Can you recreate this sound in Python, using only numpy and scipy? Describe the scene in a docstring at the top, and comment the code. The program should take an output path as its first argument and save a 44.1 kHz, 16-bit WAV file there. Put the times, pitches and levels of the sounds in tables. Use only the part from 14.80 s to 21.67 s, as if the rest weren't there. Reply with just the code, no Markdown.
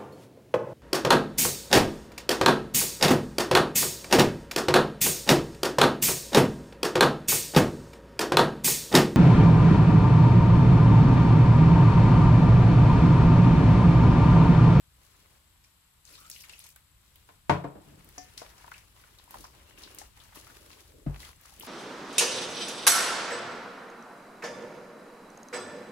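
"""A hand kneads wet batter in a steel bowl: it drags, squelches and fizzes, air pockets plop, wet films snap.
Before the main kneading, a mug clinks lightly and its water patters, bubbles and splashes onto flour; it
is set down hard and rocks, ringing the stone counter. Dull bumps come through the counter. Behind it
all: the kitchen's low rumble, a faint hiss and a thin tick about thirty times a second."""
import sys
import numpy as np
from scipy import signal
from scipy.fft import rfft, irfft, next_fast_len
from scipy.io import wavfile
from scipy.ndimage import uniform_filter1d, map_coordinates

SR = 44100
rng = np.random.default_rng(int(sys.argv[2]) if len(sys.argv) > 2 else 0)


def unload_wav(signal):
    """Save mono or channel-first audio to the path in sys.argv[1] as 16-bit WAV at rate SR, clipped to [-1, 1]."""
    wavfile.write(
        sys.argv[1],
        SR,
        np.round(np.clip(np.atleast_2d(signal).T, -1, 1) * 32767).astype(np.int16),
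    )


N = 302973

# dull spectrum of dough drag and water patter: freq_hz, gain_db
DULL_SPECTRUM = [(80, -44.5), (140, -5.5), (220, -3), (330, 3), (480, 0.5), (600, -0.5), (720, -16.5),
                 (1200, -26.5)]
# wet spectrum of squelch and stream: freq_hz, gain_db
WET_SPECTRUM = [(400, -10.5), (750, -5), (1050, -1.5), (1500, -4), (2200, -5), (2800, -6.5), (3300, -10),
                (4500, -12.5), (8000, -25)]


def amp(db):
    """dB to gain."""
    return 10 ** (np.asarray(db) / 20)


def unit(x):
    """Scale to rms 1."""
    return x / np.sqrt(np.mean(x ** 2) + 1e-20)


def along(points, hz):
    """Interpolate (freq_hz, value) points on a log axis."""
    freq_hz, values = np.transpose(points)
    return np.interp(np.log(hz + 1), np.log(freq_hz + 1), values)


def gains(rows):
    """Smoothed gain curve per dB column; silent outside the table."""
    time_s, *columns_db = np.transpose(rows)
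    curves = amp([np.interp(np.arange(N) / SR, time_s, db, left=-200, right=-200) for db in columns_db])
    return uniform_filter1d(curves, size=900, axis=1, mode="nearest")


def swell(rows, sag_db=2, release_t60_s=0.39):
    """Gain curve per dB column: each gesture rises, sags and dies away; powers add."""
    t, power = np.arange(N) / SR, 0
    for start_s, rise_s, length_s, *levels_db in rows:
        age_s = t - start_s
        attack = np.sin(np.pi / 2 * np.clip(age_s / max(rise_s, .002), 0, 1)) ** 2
        sag = amp(-sag_db * np.clip(age_s / length_s, 0, 1))
        release = amp(-60 * np.clip(age_s - length_s, 0, 1) / release_t60_s)
        power = power + (amp(levels_db)[:, None] * attack * sag * release) ** 2
    return np.sqrt(power)


def wobble(knots_per_s):
    """Smooth random curve."""
    knots = rng.standard_normal(int(N * knots_per_s / SR) + 4)
    return map_coordinates(knots, [np.arange(N) * knots_per_s / SR])


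def filtered(x, response):
    """Apply response(hz) by FFT."""
    n = x.shape[-1]
    n_fft = next_fast_len(n + 4096)
    return irfft(rfft(x, n_fft) * response(np.fft.rfftfreq(n_fft, 1 / SR)), n_fft)[..., :n]


def coloured(x, spectrum):
    """Shape by (freq_hz, gain_db) points; rms 1."""
    return unit(filtered(x, lambda hz: amp(along(spectrum, hz))))


def add(track, start_s, sound):
    """Mix in at start_s."""
    part = track[:, round(start_s * SR):][:, :sound.shape[1]]
    part += sound[:, :part.shape[1]]


def rush(spectrum, patchy_db=0, grains_per_s=0, spread_db=0, crackle_share=0, size=N):
    """Noise pair, rms 1: random time-frequency patches plus crackle grains of scattered size."""
    bins = signal.stft(rng.standard_normal((2, size)), nperseg=256)[2]
    patches = uniform_filter1d(rng.standard_normal(bins.shape[1:]), size=8, axis=0)
    patches = uniform_filter1d(patches, size=6, axis=1)
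    noise = signal.istft(bins * amp(patchy_db * unit(patches)), nperseg=256)[1][:, :size]
    onsets = rng.random(size) < grains_per_s / SR
    strength = amp(spread_db * np.minimum(rng.exponential(size=size), 3.5))
    grains = signal.lfilter([1], [1, -np.exp(-1 / (0.0029 * SR))], onsets * strength)
    crackle = grains * rng.standard_normal((2, size))
    mix = np.sqrt(1 - crackle_share) * unit(noise) + np.sqrt(crackle_share) * unit(crackle)
    return coloured(mix, spectrum)


def ring(modes, t, hardness_hz, scatter_db):
    """Damped modes; soft blows excite high ones less, low ones build more slowly."""
    hz, db, t60_s = np.transpose(modes)[:, :, None]
    level = amp(db + scatter_db * rng.standard_normal((2,) + hz.shape)) / (1 + (hz / hardness_hz) ** 3.2)
    phase = rng.uniform(0, 2 * np.pi, (2,) + hz.shape) * [[[0]], [[1]]]
    envelope = amp(-60 * t / t60_s) * (1 - np.exp(-t * hz / 0.96))
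    return np.sum(level * envelope * np.sin(2 * np.pi * hz * t + phase), axis=1)


def knead():
    """Dough drags on steel, squelches between fingers, fizzes as it tears; rubbed steel sings faintly."""
    # hand strokes: start_s, rise_s, length_s, drag_db, squelch_db, fizz_db
    strokes = [(0.05, 0.24, 0.5, -73.5, -66, -66.5), (0.5, 0.069, 0.38, -83.5, -77, -78),
               (2.1, 0.24, 0.44, -77, -71, -68.5), (2.95, 0.13, 0.35, -71, -63, -66),
               (3.2, 0.19, 0.37, -66.5, -60.5, -61), (3.57, 0.0036, .15, -65, -56.5, -59.5),
               (3.72, 0.071, 0.25, -69, -58.5, -61.5), (4.0, 0.031, .15, -76, -69.5, -66),
               (4.13, 0.046, 0.38, -74.5, -62.5, -64.5), (4.47, 0.076, 0.18, -60, -57.5, -55),
               (4.68, 0.082, 0.3, -67.5, -61, -65.5), (4.96, .03, 0.28, -61, -57.5, -58.5),
               (5.3, 0.1, 0.24, -80, -60.5, -63), (5.54, 0.015, 0.028, -61, -52, -49),
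               (5.6, 0.046, 0.46, -62.5, -59.5, -59.5), (6.08, 0.014, 0.24, -61.5, -78, -69),
               (6.3, 0.06, 0.073, -67, -56, -63), (6.39, 0.0057, 0.092, -63, -53.5, -53.5),
               (6.55, 0.12, 0.24, -75.5, -60, -58.5), (6.74, 0.1, 0.17, -55, -52, -52)]
    # fingers sliding on steel: start_s, rise_s, length_s, level_db
    rubs = [(4.72, .3, .5, -66)]
    # rubbed steel: freq_hz, gain_db
    rub_spectrum = [(2250, -38), (2600, -8), (2800, 3), (3000, -7), (3400, -40)]
    # tearing batter: freq_hz, gain_db
    fizz_spectrum = [(1470, -43), (2500, -10), (2810, -1), (5760, -0.5), (6230, -1), (7350, -2.5),
                     (8600, -7), (10100, 0), (15000, -11), (16400, -6)]
    drag_gain, squelch_gain, fizz_gain = swell(strokes)
    surge = amp(1.3 * wobble(40))
    drag = drag_gain * rush(DULL_SPECTRUM, patchy_db=2.5)
    rub = swell(rubs) * rush(rub_spectrum, patchy_db=2.5)
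    squelch = rush(WET_SPECTRUM, patchy_db=2.5, grains_per_s=140, spread_db=10.5, crackle_share=0.2)
    fizz = rush(fizz_spectrum, grains_per_s=520, spread_db=10, crackle_share=0.36)
    return drag + rub + surge * (squelch_gain * squelch + fizz_gain * fizz)


def pops(rows, t60_s, tone_gain, crack_gain, smear_1khz_db, smear_db_per_oct, smear_t60_s):
    """Each pop: a short rising tone, a noise puff and a wide crack, then a fainter smear."""
    out, t = np.zeros((2, N)), np.arange(SR // 5) / SR
    attack = 1 - np.exp(-t / (0.041 * t60_s))
    for time_s, db, hz, width_oct in rows:
        band = lambda f, octaves: np.exp(-.5 * (np.log2((f + 1) / hz) / max(octaves, .05)) ** 2)
        noise = rng.standard_normal((2, len(t)))
        puff = unit(filtered(noise, lambda f: band(f, width_oct)))
        crack = amp(-60 * t / 0.0042) * unit(filtered(noise, lambda f: band(f, 3 * width_oct)))
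        tone = np.sin(2 * np.pi * hz * t * (1 + 4 * t) + [[0], [rng.uniform(0, 2 * np.pi)]])
        burst = attack * (amp(-60 * t / t60_s) * (tone_gain * tone + .5 * puff) + crack_gain * crack)
        burst /= np.abs(burst).max(axis=1, keepdims=True)
        smear_db = smear_1khz_db + smear_db_per_oct * np.log2(hz / 1000)
        smear = attack * amp(smear_db - 60 * t / smear_t60_s) * puff
        add(out, time_s - .001, amp(db) * (burst + smear))
    return out


def plops_and_contacts():
    """Lower, longer pops: plopping air pockets and drops, plus a mug clink and a short knock."""
    # plops and contacts: time_s, level_db, pitch_hz, width_oct
    # 0.845, 0.846 s: light mug clink near 2.3 and 5.5 kHz; 6.265 s: knock that starts a dull bump
    events = [(0.845, -58, 2330, 0.23), (0.846, -59, 5470, .15), (1.275, -52, 4070, 0.19),
              (1.354, -46, 4060, 0.34), (1.562, -42.5, 2730, 0.43), (1.64, -42, 2220, 0.67),
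              (1.696, -38, 2690, 0.7), (1.714, -62, 2880, .33), (1.734, -42, 2590, 0.24),
              (1.962, -46, 1500, 1), (2.358, -52.5, 3030, .4), (3.38, -35.5, 745, 1), (3.577, -35, 4020, 1),
              (3.619, -32, 658, 0.61), (3.639, -54, 880, .38), (3.81, -51, 940, 0.16),
              (3.844, -41.5, 940, 0.49), (3.88, -40, 940, 0.62), (3.918, -35.5, 1390, 0.49),
              (3.942, -42, 2510, .19), (3.982, -48.5, 2300, 0.38), (4.165, -48.5, 1025, 1),
              (4.239, -46.5, 1390, .72), (4.387, -47.5, 3760, 0.44), (4.478, -50.5, 935, .25),
              (4.508, -48.5, 876, 0.25), (4.543, -35, 965, 0.69), (4.555, -40, 760, 0.35),
              (4.573, -55, 1030, 0.26), (4.643, -39, 1028, 0.11), (4.651, -39.5, 1010, 0.72),
              (4.977, -47.5, 2570, .37), (5.035, -38.5, 4010, .39), (5.075, -45, 1510, 0.78),
              (5.216, -37, 780, 1), (5.402, -47.5, 3450, .38), (5.525, -50.5, 891, .7),
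              (5.56, -45, 990, 0.78), (5.572, -42, 298, .6), (5.67, -42.5, 1250, 1),
              (5.701, -47.5, 1485, 0.27), (5.862, -55, 1110, 0.58), (5.93, -47.5, 2520, .8),
              (6.265, -39, 590, 0.37), (6.404, -49, 1020, .33), (6.43, -42.5, 1960, 0.32),
              (6.449, -42.5, 3180, .83), (6.489, -50, 1120, .3), (6.654, -45.5, 1180, 1),
              (6.725, -50, 828, .3), (6.809, -42.5, 2930, 0.23), (6.834, -41, 890, 0.19),
              (6.854, -50, 1080, .34)]
    return pops(events, t60_s=0.024, tone_gain=1, crack_gain=0.9,
                smear_1khz_db=-19, smear_db_per_oct=3.5, smear_t60_s=0.27)


def snaps():
    """Wet films and droplets: higher, shorter pops."""
    # snaps: time_s, level_db, pitch_hz, width_oct
    films = [(0.841, -52.5, 5270, 0.67), (1.253, -44, 6400, 0.58), (1.327, -46, 12200, .5),
             (1.404, -43, 10900, .58), (1.5007, -29.5, 10230, 0.96), (1.5144, -34, 5420, 0.34),
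             (1.589, -49, 10700, .5), (1.621, -39.5, 11200, 0.35), (1.687, -49, 4600, 0.66),
             (1.695, -42.5, 7700, .37), (1.793, -36.5, 10700, 0.31), (1.802, -44, 4310, .75),
             (1.841, -41, 6560, .5), (1.866, -46, 11400, .5), (1.891, -42.5, 11300, .5),
             (1.9616, -41.5, 10600, 1), (2.3584, -43, 13800, 0.56), (3.246, -45, 13100, .5),
             (3.2904, -42.5, 12800, 1), (3.3827, -32, 5700, 0.22), (3.5784, -34, 5400, 0.17),
             (3.781, -49, 5300, .42), (3.892, -49, 13500, .4), (3.939, -47.5, 4320, .9),
             (3.981, -45, 5170, 1), (4.441, -46, 9750, .5), (4.5096, -36, 13500, 0.58),
             (4.544, -42.5, 9400, .88), (4.5875, -42, 11100, .9), (4.61, -39.5, 10100, 1),
             (4.6437, -43, 5260, 0.24), (5.0225, -49, 4620, .9), (5.1484, -36, 13200, 0.67),
             (5.1873, -32, 6150, 0.69), (5.195, -46, 6430, .4), (5.276, -52, 13700, .5),
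             (5.438, -46, 6300, 1), (5.558, -39, 11340, 1), (5.9155, -46, 4300, 0.46),
             (6.378, -50, 6000, .9), (6.4038, -40.5, 3980, 1), (6.613, -45, 13200, .55),
             (6.657, -48, 5960, 0.59), (6.723, -49, 6940, .5), (6.799, -31.5, 11850, 0.36),
             (6.825, -41, 4730, 0.45)]
    return pops(films, t60_s=0.011, tone_gain=0.93, crack_gain=0.79,
                smear_1khz_db=-1, smear_db_per_oct=-5.5, smear_t60_s=0.26)


def pour(patter_db=-20):
    """Water lands on flour: dull patter, bubbling, fine spray."""
    # stream strength: time_s, bubbling_db, splash_db
    stream = [(1.235, -74, -72), (1.3, -59.5, -56), (1.43, -64, -60), (1.5, -62, -55), (1.59, -73, -52),
              (1.7, -58, -61), (1.79, -63.5, -56.5), (1.9, -68, -56.5), (1.95, -78, -70)]
    # first water thudding into dry flour: start_s, rise_s, length_s, level_db
    first_water = [(1.28, .02, .06, -67)]
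    # fine drops: freq_hz, gain_db
    spray_spectrum = [(1470, -25.5), (2500, -7.5), (2810, -9), (3620, -11), (5490, -7.5), (9310, -13.5),
                      (10900, -10.5), (15000, -20), (16000, -22), (16400, -34)]
    out, start = np.zeros((2, N)), round(stream[0][0] * SR)
    span = slice(start, start + SR)
    bubbling_gain, splash_gain = gains(stream)[:, span]
    patter_gain = swell(first_water)[:, span] + amp(patter_db) * bubbling_gain
    chirps = bubbles()
    wash = rush(WET_SPECTRUM, patchy_db=7, grains_per_s=580, spread_db=-4, crackle_share=0.39, size=SR)
    spray = rush(spray_spectrum, patchy_db=5.5, grains_per_s=340, spread_db=-7,
                 crackle_share=0.43, size=SR)
    patter = rush(DULL_SPECTRUM, patchy_db=-1, size=SR)
    out[:, span] = patter_gain * patter + bubbling_gain * (0.28 * chirps + 0.79 * wash) + splash_gain * spray
    return out


def bubbles(count=500, lowest_hz=1300, life_cycles=14):
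    """One second of short bubbles, each a damped rising tone; rms 1."""
    when, pitch, softness, channel = rng.random((count, 4)).T[:, :, None]
    t = np.arange(round(.03 * SR)) / SR
    hz = lowest_hz * 2.4 ** pitch
    age = t * hz / life_cycles
    envelope = amp(-18 * softness) * age * np.exp(-3 * age)
    chirps = envelope * np.sin(2 * np.pi * hz * t * (1 + 0.058 * age))
    index = (when * (SR - len(t))).astype(int) + np.arange(len(t)) + SR * (channel > .5)
    return unit(np.bincount(index.ravel(), chirps.ravel(), 2 * SR).reshape(2, SR))


def gurgle(start_hz=1200, climb_hz_per_s=1100, wander_share=0.0255):
    """Unsteady air pocket in the mug's mouth: a climbing, throbbing tone."""
    # air pocket: start_s, rise_s, length_s, level_db
    pocket = [(1.37, .015, .09, -60)]
    age_s = np.arange(N) / SR - pocket[0][0]
    hz = (start_hz + climb_hz_per_s * age_s) * (1 + wander_share * wobble(40))
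    cycles = np.cumsum(hz) / SR + 0.31 * wobble(150)
    throb = amp(3 + 3.7 * wobble(69.2))
    return swell(pocket) * throb * np.sin(2 * np.pi * cycles + [[0], [np.pi / 2]])


def mug_knocks():
    """The mug touches, lands and rocks; each blow rings the counter and the room."""
    # mug contacts: time_s, level_db, low_cut_hz, hardness_hz, rise_s
    blows = [(2.488, -45.5, 500, 1910, 0.00097), (2.695, -7.5, 47.9, 1500, 0.00098),
             (2.84, -23, 195, 676, 0.0026), (2.95, -36.5, 150, 484, 0.006), (3.06, -43, 160, 217.6, 0.013),
             (3.116, -44.5, 160, 220, 0.011), (3.168, -47.5, 161, 220, 0.012),
             (3.242, -48, 159, 230, 0.015)]
    # stone counter modes: freq_hz, level_db, t60_s
    counter_modes = [(53.44, -12, 0.36), (89, -3.5, 0.28), (140.5, -3.5, 0.33), (171.3, -7.5, 0.48),
                     (208, -7, 0.2), (229.5, -10, 0.13), (291.2, 1.5, 0.16), (320.5, -13.5, 0.37),
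                     (422, -8, 0.26), (472, -1.5, 0.15), (579, -12, 0.35), (601, -4, 0.17), (706, -4, 0.2),
                     (695, -8, 0.1), (917, 5, 0.1), (974, -4.5, 0.27), (1050, -1.5, 0.22),
                     (1134, -4.5, 0.15), (1434, -4, 0.27), (1490, 3, 0.083), (2220, -6, 0.18),
                     (2150, -3.5, 0.099)]
    out, t = np.zeros((2, N)), np.arange(SR * 2 // 5) / SR
    for time_s, db, low_cut_hz, hardness_hz, rise_s in blows:
        room = filtered(room_tail(len(t)),
                        lambda f: 1j * f / (400 + 1j * f) / (1 + 1j * f / hardness_hz) ** 2.33)
        room *= 1 + 2 * amp(-60 * t / 0.032)  # strike stands above the tail
        counter = ring(counter_modes, t, hardness_hz, scatter_db=3.5)
        knock = (amp(4.5) * unit(counter) + unit(room)) * (1 - np.exp(-t / rise_s))
        # light contacts do not move the counter's mass
        knock = filtered(knock, lambda f: (1j * f / (low_cut_hz + 1j * f)) ** 2)
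        add(out, time_s, amp(db) * knock / (4 * knock[0, :SR // 25].std()))
    return out


def bowl_grip():
    """A hand closes on the rim and rings the bowl."""
    # grips: time_s, level_db
    grips = [(3.379, -26.5)]
    # steel bowl modes: freq_hz, level_db, t60_s
    bowl_modes = [(283, 3, 0.22), (732, 5.5, 0.23), (1780, -7, 0.42), (2083, -15, 0.66), (2460, -13, 0.5)]
    out, t = np.zeros((2, N)), np.arange(SR * 2 // 5) / SR
    for time_s, db in grips:
        add(out, time_s - .001, amp(db - 22.5) * ring(bowl_modes, t, hardness_hz=4500, scatter_db=3))
    return out


def thuds(room_db=-22, room_top_hz=680):
    """Soft bumps: higher bending waves arrive first, so the pitch drops into the low modes."""
    # bumps through the counter: time_s, level_db, hardness_hz
    bumps = [(4.577, -37.5, 71), (6.264, -25.5, 1000), (6.287, -26, 160)]
    # cabinet modes: freq_hz, level_db, t60_s
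    cabinet_modes = [(53.3, -2.5, 0.28), (91, -6, 0.15), (143.4, 1.5, 0.18), (211, -15, 0.04),
                     (280, 0, 0.047)]
    out, t = np.zeros((2, N)), np.arange(SR * 3 // 5) / SR
    glide_hz = 120 + 240 * np.exp(-t / 0.0076)
    envelope = amp(-60 * t / 0.064) * (1 - np.exp(-t / 0.0052))
    glide = envelope * np.sin(2 * np.pi * np.cumsum(glide_hz) / SR)
    for time_s, db, hardness_hz in bumps:
        bending = 1.37 * glide / (1 + (200 / hardness_hz) ** 2)
        top_hz = min(hardness_hz, room_top_hz)
        room = filtered(room_tail(len(t)), lambda f: 1j * f / (250 + 1j * f) / (1 + 1j * f / top_hz) ** 2)
        room *= amp(room_db) * hardness_hz / 1000 / room[0, :SR // 25].std()
        cabinet = ring(cabinet_modes, t, hardness_hz, scatter_db=3.5)
        add(out, time_s, amp(db) * (bending + cabinet + room))
    return out


def room_tail(size):
    """Noise tail; each frequency decays at its own rate."""
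    # kitchen reverberation: freq_hz, t60_s
    decay = [(100, 0.69), (260, 0.23), (700, 0.39), (1840, 0.27), (4850, 0.26)]
    hz, t, bins = signal.stft(rng.standard_normal((2, size)), SR, nperseg=256)
    tail = signal.istft(bins * amp(-60 * t / along(decay, hz)[:, None]), SR, nperseg=256)[1][:, :size]
    return tail * (1 - np.exp(-np.arange(size) / (0.00034 * SR)))


def room_tone(hiss_db=-66.5):
    """Drifting low rumble, steady faint hiss."""
    # rumble strength: time_s, level_db
    rumble_levels = [(0.0, -65.5), (0.4, -66), (0.82, -67.5), (1.05, -70.5), (1.3, -64.5), (2.1, -66),
                     (2.65, -62.5), (3.1, -62), (3.3, -61), (3.65, -61.5), (4.3, -63.5), (5.15, -60.5),
                     (5.5, -60.5), (6.0, -64), (6.4, -55), (6.66, -64), (6.87, -58)]
    # rumble: freq_hz, gain_db
    rumble_spectrum = [(13, -26), (22, -10), (59, 3.5), (174, -11), (231, -18), (263, -31.5), (300, -15.5),
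                       (390, -64.5), (660, -120)]
    # hiss: freq_hz, gain_db
    hiss_spectrum = [(88, -34.5), (150, -11.5), (722, -11), (1030, -4.5), (1930, -9), (3910, -7.5),
                     (5250, -13), (6640, -15), (7770, -6.5), (8250, -13), (10900, -11), (14000, -13),
                     (15200, -20), (16400, -50.5)]
    rumble = coloured(rng.standard_normal((2, N)), rumble_spectrum)
    hiss = coloured(rng.standard_normal((2, N)), hiss_spectrum)
    return gains(rumble_levels) * rumble + amp(hiss_db) * hiss


def ticks(rate_hz=29.888, scatter_db=3.5):
    """Short narrow-band bursts: steady rate, uneven strength."""
    # tick trains: pitch_hz, first_s, width_s, left_db, right_db
    trains = [(7690, .008, 0.0042, -63, -104.5), (9000, .0005, 0.0033, -78, -67)]
    t, out = np.arange(N) / SR, 0
    for hz, first_s, width_s, left_db, right_db in trains:
        count = (t - first_s) * rate_hz + .5
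        strength = amp(scatter_db * rng.standard_normal(N // 1000))[count.astype(int)]
        pulse = np.exp(-.5 * ((count % 1 - .5) / (rate_hz * width_s / 2)) ** 2)
        tone = np.sin(2 * np.pi * hz * t + 0.85 * wobble(66))
        out = out + amp([[left_db], [right_db]]) * strength * pulse * tone
    return out


def stereo(pair):
    """Two unrelated signals to left and right: alike in the bass and top treble, apart between."""
    # left-right likeness: freq_hz, correlation
    likeness = [(60, 0.89), (99, 1), (160, 0.88), (270, 0.67), (450, 0.25), (740, 0.2), (1220, 0.069),
                (2010, 0.24), (3330, -0.086), (5500, -0.14), (9080, 0.25), (15000, 0.89)]
    # balance: freq_hz, left_minus_right_db
    balance = [(60, -0.5), (110, 6.5), (200, 1), (380, -2), (700, 5), (1290, 1), (2380, 2.5), (4400, 5),
               (8120, 5.5), (15000, -3.5)]
    n_fft = next_fast_len(N + 4096)
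    hz = np.fft.rfftfreq(n_fft, 1 / SR)
    angle = np.arccos(np.clip(along(likeness, hz), -1, 1)) / 2
    mid, side = rfft(pair, n_fft) * [np.cos(angle), np.sin(angle)]
    pan = amp(along(balance, hz) / 2 * [[1], [-1]])
    return irfft([mid + side, mid - side] * pan, n_fft)[:, :N]


def scene():
    """The kitchen in stereo, close to the bowl."""
    mix = plops_and_contacts() + snaps() + room_tone() + pour() + gurgle() + knead()
    mix += mug_knocks() + bowl_grip() + thuds()
    return stereo(mix) + ticks()


def record(dry):
    """Band limit: a 1 kHz wide roll-off centred on top_hz."""
    top_hz = 16100
    return filtered(dry, lambda hz: np.clip((top_hz + 500 - hz) / 1000, 0, 1) ** 2)


dry = scene()
out = record(dry)
unload_wav(out)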